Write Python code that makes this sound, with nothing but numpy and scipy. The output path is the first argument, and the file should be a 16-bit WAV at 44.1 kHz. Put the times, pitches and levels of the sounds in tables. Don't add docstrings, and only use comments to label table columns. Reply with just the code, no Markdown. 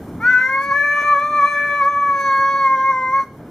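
import sys
import numpy as np
from scipy import signal
from scipy.fft import rfft, irfft
from scipy.io import wavfile
from scipy.ndimage import uniform_filter1d

SR = 44100
rng = np.random.default_rng(int(sys.argv[2]) if len(sys.argv) > 2 else 0)


def unload_audio(sound):
    columns = np.transpose(np.atleast_2d(sound))
    steps = np.round(np.clip(columns, -1, 1) * 32767)
    wavfile.write(sys.argv[1], SR, steps.astype(np.int16))


def decibels_to_gain(level_db):
    exponent = np.asarray(level_db, float) / 20
    return 10 ** exponent


N = 154350


def evened(x):
    return x / np.sqrt(np.mean(x ** 2) + 1e-20)


def read(points, hz):
    f, value = np.transpose(points)
    return np.interp(np.log(hz + 1), np.log(f + 1), value)


def drift(rate_hz):
    f = np.fft.rfftfreq(N, 1 / SR)
    return evened(irfft(rfft(rng.standard_normal(N)) * np.exp(-(f / rate_hz) ** 2), N))


def resonate(x, hz, width_hz):
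    r = np.exp(-np.pi * width_hz / SR)
    return 2 * signal.lfilter([1 - r], [1, -r * np.exp(2j * np.pi * hz / SR)], x).real


def smoothed(x, time_s):
    keep = np.exp(-1 / (time_s * SR))
    return signal.lfilter([1 - keep], [1, -keep], x)


# (frequency [Hz], density [dB per Hz])
RUMBLE_SPECTRUM = [(25, -33), (110, -6.5), (297, -9), (600, -18), (1530, -30.5), (2560, -42), (4000, -51.5),
                   (15500, -47)]
# (frequency [Hz], level [dB])
UNSHARED = [(30, -9), (150, -24.5), (500, -21.5), (1500, -5), (4000, 2.5), (9000, 5)]
# (frequency [Hz], width [Hz], level [dB])
MOTOR_TONES = [(103, 9.9, -67.5), (121.4, 17, -53), (175.6, 13, -48), (247, 4.6, -43), (291.6, 3.3, -43)]


def rumble():
    level_db, patch_db, flicker_db = -30.5 - 3.5, 1.5, 2.2
    frames, hz = N // 256 + 5, np.fft.rfftfreq(1024, 1 / SR)
    a, b, c, d, patches = rng.standard_normal((frames, 513, 5)).T
    patches = uniform_filter1d(patches, size=8, axis=0)
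    patches = evened(uniform_filter1d(patches, size=10, axis=1))
    flicker = evened(uniform_filter1d(rng.standard_normal(frames), size=4)) * (hz > 3000)[:, None]

    unshared = decibels_to_gain(np.minimum(read(UNSHARED, hz), 0))[:, None]
    left = a + 1j * b
    right = np.sqrt(1 - unshared ** 2) * left + unshared * (c + 1j * d)
    spectrum_db = read(RUMBLE_SPECTRUM, hz)[:, None]
    z = np.array([left, right]) * decibels_to_gain(spectrum_db + patch_db * patches + flicker_db * flicker)
    noise = signal.istft(z, nperseg=1024, noverlap=768)[1][:, :N]

    source = rng.standard_normal(N)
    hum = sum(decibels_to_gain(db) * evened(resonate(source, f, width_hz)) for f, width_hz, db in MOTOR_TONES)
    return decibels_to_gain(level_db) * evened(noise) + hum


# (time [s], level [dB], colour [Hz])
TICKS = [
    (0.082, -54, 9100),
    (1.016, -35.5, 612),
    (1.33, -43.5, 610),
]


def ticks():
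    t60_s = 0.14
    out, t = np.zeros(N), np.arange(1300) / SR
    for start_s, db, hz in TICKS:
        puff = resonate(rng.standard_normal(len(t)), hz, 1.5 * hz)
        puff = resonate(puff, hz, 2.5 * hz)
        out[round(start_s * SR):][:len(t)] += decibels_to_gain(db - 60 * t / t60_s) * evened(puff)
    return out


# (time [s], pitch [Hz])
PITCH = [(.2, 421), (.232, 465.4), (.29, 505.6), (.37, 500.2), (.5, 530.9), (.66, 559.8), (.82, 577.9),
         (.96, 581.7), (1.31, 591.1), (1.56, 580.8), (2.08, 568.8), (2.3, 545.4), (2.58, 552),
         (2.67, 534.7), (2.9, 537.5), (2.93, 520.8), (3.1, 519.7), (3.16, 544.9)]
# (time [s], depth [Hz], width [s], added roughness [dB])
GULPS = [
    (0.722, 15, 0.018, 17),
    (1.172, 21, 0.04, -12.5),
    (1.429, 21, .035, 3),
    (1.834, 21, 0.027, 5),
    (2.13, 3.9, 0.047, 12.5),
    (2.782, 9.1, 0.038, 4.5),
    (3.219, 3, 0.046, 35.5),
]
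# (time [s], effort [dB], mouth opening [0-1], brightness [dB], half-pitch share [dB], breathiness [dB])
VOICE = [(0.202, -38, 0, 0.5, -47, -43), (.235, -24.5, 0.31, 2, -34, -39), (.3, -22, 0.7, 7.5, -20, -34.5),
         (.42, -22.5, 0.58, 5, -14.5, -40.5), (0.549, -22, .3, -1.5, -55.5, -33),
         (0.662, -25.5, 0.31, 5, -45, -37), (0.781, -17.5, 0.62, 0.5, -59.5, -46.5),
         (1.0, -19, 0.47, 6.5, -32, -37.5), (1.298, -28, 0, 7, -38.5, -31),
         (1.449, -22.5, 0.38, 9, -39.5, -40), (1.648, -18, 0.53, 1, -34.5, -42.5),
         (1.9, -27, 0.13, 6.5, -43.5, -39), (2.12, -26.5, 0.22, 5, -54.5, -44),
         (2.27, -23, 0.25, 10, -67.5, -42.5), (2.7, -26, 0.13, 5.5, -56, -38.5),
         (3.0, -27, 0, 4, -56.5, -45.5), (3.198, -29, 0, 3.5, -50.5, -30.5),
         (3.241, -61, 0.25, 18, -26, -16)]
# (frequency [Hz], level [dB])
THROAT = [(500, -17), (1100, -8), (2350, -9), (2750, -38), (4000, -44), (5000, -50), (7200, -52),
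          (15000, -60)]
# (frequency at rest pitch [Hz], width [Hz], level [dB], shift [Hz per Hz of pitch])
CAVITIES = [(2930, 410, -3, 7), (3480, 480, 6, 5), (4364, 140, 15, -2.5), (5968, 320, 16, 7.5),
            (7566, 130, 10, 15), (9990, 340, 8, 10.5), (14300, 800, 2, -4.2)]


def yowl():
    wobble, wobble_hz, rest_hz = .0034, 42, 550
    mouth_shut_hz, mouth_open_hz, mouth_width_hz, mouth_db = 1008, 1886, 233, 15.5
    gulp_shut_per_hz, gulp_lift_db_per_hz, open_thin_db = 0.016, 0.11, -14.5
    ring_share, high_fuzz_db = 0.048, 12
    t, rows = np.arange(N) / SR, np.array(VOICE)
    effort_db, opening, bright_db, half_db, breath_db = (np.interp(t, rows[:, 0], c) for c in rows.T[1:])
    hz = uniform_filter1d(np.interp(t, *np.transpose(PITCH)), size=400) * (1 + wobble * drift(wobble_hz))

    sag_hz = sum(depth_hz * np.exp(-((t - s) / w) ** 2) for s, depth_hz, w, _ in GULPS)
    rough_db = sum(db * np.exp(-((t - s) / w) ** 2) for s, _, w, db in GULPS)
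    hz = hz - sag_hz
    opening = opening - gulp_shut_per_hz * sag_hz
    effort_db = effort_db + gulp_lift_db_per_hz * sag_hz
    half_db = half_db + rough_db

    turns = np.cumsum(hz) / SR
    mouth_hz = mouth_shut_hz + (mouth_open_hz - mouth_shut_hz) * opening
    rise_hz = np.maximum(hz - rest_hz, -20)
    ring = 1 + ring_share * bright_db
    out = np.zeros(N)
    for half in range(2, 54):
        between = half % 2
        if between and half > 16:
            continue
        f, high = hz * half / 2, half > 9
        db = read(THROAT, f) + mouth_db / (1 + ((f - mouth_hz) / mouth_width_hz) ** 2)
        db += between * (half_db - high * .6 * rough_db)
        for cavity_hz, width_hz, cavity_db, shift in CAVITIES:
            db += cavity_db * ring / (1 + ((f - cavity_hz - shift * rise_hz) / width_hz) ** 2)
        if half < 5:
            db += open_thin_db * (opening + (half < 4) * gulp_shut_per_hz * sag_hz)
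        if high:
            db += 0.55 * bright_db + 3 * drift(9)
            fuzz_db = breath_db + high_fuzz_db + 0.29 * rough_db
        else:
            db += 1.7 * drift(25)
            fuzz_db = breath_db + 0.32 * rough_db
        fuzz = decibels_to_gain(fuzz_db) * drift(340)
        out += decibels_to_gain(db) * (1 + fuzz * 3) * np.cos(np.pi * half * turns + 2 * np.pi * rng.random())
    sounding = (t > rows[0, 0]) * (t < rows[-1, 0])
    return uniform_filter1d(decibels_to_gain(effort_db) * sounding, size=300) * out


def breath():
    hiss_db, hiss_low_hz, flutter_db, linger_s = -38.5, 4460, 4, 0.032
    t, rows = np.arange(N) / SR, np.array(VOICE)
    push_db = np.interp(t, rows[:, 0], rows[:, 1] - 21, -199, -199)
    leak_db = np.interp(t, rows[:, 0], rows[:, 5]) + 39.5
    effort = decibels_to_gain(.5 * push_db + .3 * leak_db)
    a, b, shared = rng.standard_normal((3, N))
    high_pass = signal.butter(2, hiss_low_hz, "high", fs=SR, output="sos")
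    air = signal.sosfilt(high_pass, [a + 0.26 * shared, b + 0.26 * shared])
    air = .5 * air + sum(decibels_to_gain(db - 6.5) * resonate(air, f, 2 * width_hz) for f, width_hz, db, _ in CAVITIES)
    return decibels_to_gain(hiss_db + flutter_db * drift(30)) * smoothed(effort, linger_s) * air


# (frequency [Hz], width [Hz], level against direct [dB], left-right [dB])
WAVES = [(557.9, 8.3, 2, -9), (602, 60, 6, -4.5), (1082.8, 7.2, 0, 6), (1086, 4, 6, 1), (1128, 20, 4.5, 4),
         (1170.8, 12, 3.5, 4.5), (1492.6, 10, 9, 3), (1652, 40, -3.5, -4.5), (1701.3, 10.65, 1.5, 9),
         (2067.4, 8.3, 12.5, -0.5), (2145.7, 7.3, 13.5, -3.5), (2302.3, 10, -10.5, 9.5),
         (2341, 9.8, -5.5, 16)]
# (frequency [Hz], left-right [dB])
LEAN = [(500, -1.7), (1000, -2.65), (2000, 4.5), (5000, 3), (12000, 2.7)]
# (frequency [Hz], lead [rad])
TURN = [(700, .01), (1100, .15), (1700, .35), (2300, .7), (5000, .6), (12000, 1.2)]


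def room(x):
    narrowest_hz, tail_db, tail_t60_s, tail_low_hz, side_low_hz = 15, -8, .5, 1320, 950
    f = np.fft.rfftfreq(N, 1 / SR)
    side = np.array([[.5], [-.5]])
    waves = sum(decibels_to_gain(db + side * pan_db) * resonate(x, hz, max(width_hz, narrowest_hz))
                for hz, width_hz, db, pan_db in WAVES)
    ports = decibels_to_gain(side * read(LEAN, f)) * np.exp(1j * side * read(TURN, f))
    near = irfft(rfft(x + waves) * ports, N)

    t = np.arange(SR // 2) / SR
    shared, *own = rng.standard_normal((3, len(t))) * decibels_to_gain(-60 * t / tail_t60_s) * (t > .004)
    high_pass = signal.butter(4, tail_low_hz, "high", fs=SR, output="sos")
    taps = 0.85 * shared + signal.sosfilt(high_pass, own)
    taps = taps / np.linalg.norm(taps[0])
    both = near + decibels_to_gain(tail_db) * signal.fftconvolve(x[None], taps, axes=1)[:, :N]
    low_side = irfft(rfft(both[0] - both[1]) / (1 + (f / side_low_hz) ** 6), N)
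    return both - side * low_side


def ducking(x):
    knee_db, squeeze, fall_s, recover_db_per_s = -39, 0.54, 0.11, 59
    power_db = 10 * np.log10(abs(uniform_filter1d(x ** 2, size=2000, origin=999)) + 1e-9)
    fall_db = np.arange(N) * recover_db_per_s / SR
    held_db = np.maximum.accumulate(power_db + fall_db) - fall_db
    over_db = np.maximum(held_db - knee_db, 0)
    return decibels_to_gain(-squeeze * smoothed(over_db, fall_s))


def scene():
    cat = yowl()
    return room(cat + ticks()) + breath() + rumble() * ducking(cat)


def top_cut(x):
    return signal.sosfilt(signal.butter(12, 15990, fs=SR, output="sos"), x)


# (frequency [Hz], width [Hz], depth [dB])
GAPS = [(2650, 170, -22), (4640, 200, -16), (7900, 260, -14)]


def record(dry):
    limit_db, limit_squeeze, edge_hz = -10.5, 0.77, 15400
    f = np.fft.rfftfreq(N, 1 / SR)
    loud_db = 10 * np.log10(abs(uniform_filter1d((dry ** 2).mean(0), size=500)) + 1e-9)
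    over_db = uniform_filter1d(np.maximum(loud_db - limit_db, 0), size=300)
    held = dry * decibels_to_gain(-limit_squeeze * over_db)
    db = sum(depth_db * np.exp(-((f - hz) / width_hz * 2) ** 4) for hz, width_hz, depth_db in GAPS)
    db = db - 60 * np.clip((f - edge_hz) / 500, 0, 1)
    return top_cut(irfft(rfft(held) * decibels_to_gain(db), N))


dry = scene()
out = record(dry)
unload_audio(out)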